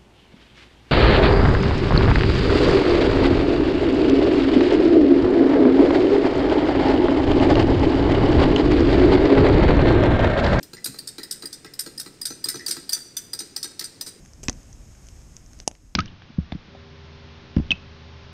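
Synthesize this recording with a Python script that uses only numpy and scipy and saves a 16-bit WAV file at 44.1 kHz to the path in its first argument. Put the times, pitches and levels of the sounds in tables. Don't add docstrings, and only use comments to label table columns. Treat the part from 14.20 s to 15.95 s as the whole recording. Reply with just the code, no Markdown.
import sys
import numpy as np
from scipy import signal
from scipy.fft import rfft, irfft, next_fast_len
from scipy.io import wavfile
from scipy.ndimage import map_coordinates

SR = 44100
rng = np.random.default_rng(int(sys.argv[2]) if len(sys.argv) > 2 else 0)


def transcribe(signal):
    frames = np.atleast_2d(signal).T
    limited = np.clip(frames, -1, 1)
    pcm = np.round(limited * 32767).astype(np.int16)
    wavfile.write(sys.argv[1], SR, pcm)


N = 77175

# frequency_hz, gain_db
PORT_RESPONSE = [(30, -13), (120, -2), (250, -2), (600, 3), (1000, -8.5), (1500, -6), (2500, -8),
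                 (3200, -9), (3900, -12.5), (5300, -0.5), (5900, 1), (6500, 3), (7100, 0), (7800, -9),
                 (9000, -7.5), (10800, -10.5), (11800, -24), (15000, -41)]


def amp(db):
    return 10 ** (np.asarray(db) / 20)


def unit(x):
    return x / np.sqrt(np.mean(x ** 2) + 1e-20)


def along(points, hz):
    knots_hz, values = np.transpose(points)
    return np.interp(np.log(hz + 1), np.log(knots_hz + 1), values)


def level(points):
    return amp(np.interp(np.arange(N) / SR, *np.transpose(points)))


def wobble(rate_hz):
    knots = rng.standard_normal(int(N * rate_hz / SR) + 4)
    return map_coordinates(knots, [np.arange(N) * rate_hz / SR])


def colour(x, *spectra):
    size = 2 * next_fast_len(len(x))
    hz = np.fft.rfftfreq(size, 1 / SR)
    gain = amp(sum(along(spectrum, hz) for spectrum in spectra))
    cepstrum = irfft(np.log(gain), size)
    cepstrum[1:size // 2] *= 2
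    cepstrum[size // 2 + 1:] = 0
    return irfft(rfft(x, size) * np.exp(rfft(cepstrum)), size)[:len(x)]


def fade(t, t60_s):
    return amp(-60 * t / max(t60_s, 1e-4))


def burst(t, t60_s):
    noise = rng.standard_normal(len(t)) * fade(t, t60_s)
    return noise / np.linalg.norm(noise)


def add(track, start_s, x):
    part = track[max(round(start_s * SR), 0):][:len(x)]
    part += x[:len(part)]


def cracks():
    # start_s, energy_db, body_db, low_mid_db, high_mid_db, top_db, air_db, tear_t60_s
    fractures = [(0.051, -27.5, 0, -5, -15, -25.5, -4, .003),
                 (0.0596, -27, -20, -3.5, -5, -8.5, -13, 0.0055),
                 (0.0774, -37, -11, -7, -14, 1.5, -2, .002), (0.1347, -25.5, -4, -9, -24, -20, -25, 0.0033),
                 (0.2317, -14.5, 15.5, -15, -1, -9, -3, 0.019), (0.237, -15, -5, -32, -18, -9, 0, 0.016),
                 (0.2837, 2.5, 3, 7.5, 4, -23, -28, 0.013), (.2963, 0, -3, 1.5, -2, -8, -7, .007),
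                 (0.329, -21.5, -7, -5, -9, -15, -10, 0.0037),
                 (0.4314, -30.5, -11, -18, -18, -9, -15, .003),
                 (0.5292, -24, -13, -4, -11, -11, -8, 0.0037), (0.7512, -34.5, 2, 17, 10, 6, 9, .003),
                 (0.869, -28, -16, 5, -8, -5, 0, .004), (.8869, -23.5, -13, -6, 4, -4, -1, 0.00067),
                 (1.0175, -32.5, -7, 0, -3, -3, 0, .002), (1.1667, -16, -15, -8, 5, -12, -1, 0.0019),
                 (1.2622, -29, -13, -6, -7, -8, -11, 0.0043), (1.3331, -26.5, -11.5, 1, -9, -12, 6, 0.0028),
                 (1.3901, -28.5, -2, -3, -4, -6, -4, 0.0024), (1.4009, -15, -6, -4.5, 2, -20, -10, 0.0079),
                 (1.4773, 6, -1, -8.5, 3, 8.5, -2, 0.0065), (1.5136, -21.5, 4, -3, 3.5, -20, -4, 0.0029),
                 (1.5521, -30.5, -4, 5.5, 14, -2, -8.5, 0.003)]
    band_centres = [600, 1500, 2700, 6000, 10000, 12500]
    # frequency_hz, gain_db
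    fibre_spectrum = [(100, -14), (900, -5.5), (2500, 5), (6000, 0.5)]
    # frequency_hz, gain_db
    scatter_spectrum = [(100, 6), (600, -2), (1500, -3), (6500, 1.5), (8000, 2.5), (10000, -1)]
    out, t = np.zeros(N), np.arange(SR // 16) / SR
    for start_s, energy_db, body, low, high, top, air, tear_t60_s in fractures:
        tear_gain = amp(2) * np.sqrt(tear_t60_s / 0.0036)
        tear = tear_gain * colour(burst(t, tear_t60_s), fibre_spectrum)
        scatter = amp(-5) * colour(burst(t, t60_s=0.023), scatter_spectrum)
        excitation = tear + scatter
        excitation[0] = 1
        band_gains = list(zip(band_centres, (body, low, high, 0, top, air)))
        snap = colour(excitation, PORT_RESPONSE, band_gains)
        add(out, start_s, amp(energy_db) * snap / np.linalg.norm(snap))
    return out


def knocks(rise_s=0.0005):
    # start_s, pitch_hz, level_db, t60_s
    log_modes = [(0.2861, 67, -15, 0.041), (0.2871, 256.5, -16, 0.025), (.2872, 732, -39, 0.097),
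                 (1.4774, 255, -15.5, 0.01), (1.4775, 738, -13, 0.011), (1.5136, 214, -39, 0.029)]
    out, t = np.zeros(N), np.arange(SR // 8) / SR
    for start_s, pitch_hz, level_db, t60_s in log_modes:
        omega = 2 * np.pi * pitch_hz
        swing = np.sin(omega * t) * fade(t, t60_s) * (1 - np.exp(-t / rise_s))
        add(out, start_s, amp(level_db) * np.gradient(swing, t) / omega)
    return out


def steam_jet(start_s=0.232, rise_s=0.00063):
    # frequency_hz, gain_db
    jet_spectrum = [(40, 7), (250, 13), (700, 0), (1300, -10), (2800, -5), (3900, -15), (5400, 3),
                    (6500, -14), (7800, 8), (9500, -20), (13500, -12), (15000, -32)]
    t = np.maximum(np.arange(N) / SR - start_s, 0)
    hiss = unit(colour(rng.standard_normal(N), jet_spectrum))
    envelope = (1 - np.exp(-t / rise_s)) * fade(t, t60_s=0.18)
    return amp(-38.5) * hiss * envelope


def flames(flutter_db=0.8):
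    # frequency_hz, density_db
    flame_spectrum = [(12, -35), (22, -5), (55, 1), (85, -7), (124, -9.5), (184, -15), (245, -17.5),
                      (335, -21.5), (420, -32.5), (600, -32), (1300, -68)]
    # time_s, level_db
    flame_levels = [(0, -38.5), (.06, -46.5), (.1, -49), (.15, -47), (.23, -40), (.33, -40), (.42, -48.5),
                    (.6, -44), (.75, -48.5), (.88, -45.5), (1.03, -45), (1.2, -48), (1.32, -46),
                    (1.42, -44), (1.45, -49.5), (1.56, -54.5), (1.64, -49), (1.75, -53.5)]
    flutter = amp(flutter_db * wobble(rate_hz=30))
    rumble = colour(rng.standard_normal(N), flame_spectrum)
    return level(flame_levels) * unit(flutter * rumble)


def embers(ticks_per_s=60, spread_db=3.3, sway_db=0.5):
    # frequency_hz, density_db
    sizzle_spectrum = [(200, -13.5), (400, 1), (520, -1), (700, -1.5), (1000, -4.5), (1500, -6.5),
                       (2500, -8), (3600, -12), (4500, -12.5), (5300, -3), (5900, -7), (6500, 1),
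                       (7100, -6.5), (7800, -6.5), (9000, -11.5), (10300, -18.5), (13200, -18),
                       (14200, -42)]
    sizzle_gain = amp(-56.5 + sway_db * wobble(rate_hz=23.74))
    sizzle = sizzle_gain * unit(colour(rng.standard_normal(N), sizzle_spectrum))
    tick_sizes = amp(-46 + spread_db * np.minimum(rng.exponential(size=N), 3))
    ticks = tick_sizes * (rng.random(N) < ticks_per_s / SR)
    return sizzle + colour(ticks, PORT_RESPONSE)


def surroundings(x):
    # frequency_hz, t60_s
    decay_times = [(60, .3), (250, 0.42), (1000, 0.18), (6000, 0.094), (12000, 0.13)]
    hz, t, spectrogram = signal.stft(rng.standard_normal(SR // 2), SR, nperseg=256)
    decay = amp(-60 * t / along(decay_times, hz)[:, None])
    tail = signal.istft(spectrogram * decay, SR, nperseg=256)[1]
    return amp(-20.5) * signal.fftconvolve(x, tail / np.linalg.norm(tail))[:N]


def scene():
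    # time_s, gain_db
    bed_gains = [(0, -1), (.2, -3), (.37, 0.5), (.6, -1), (1.0, -1), (1.3, -2), (1.432, -.5), (1.447, -9.5),
                 (1.52, -4.5), (1.6, -8.5), (1.75, -8)]
    pops = cracks() + knocks() + steam_jet()
    bed = level(bed_gains) * (embers() + surroundings(pops))
    return (pops + bed + flames())[None]


def record(dry, cutoff_hz=15000):
    return signal.sosfilt(signal.ellip(10, .1, 90, cutoff_hz, fs=SR, output="sos"), dry)


dry = scene()
out = record(dry)
transcribe(out)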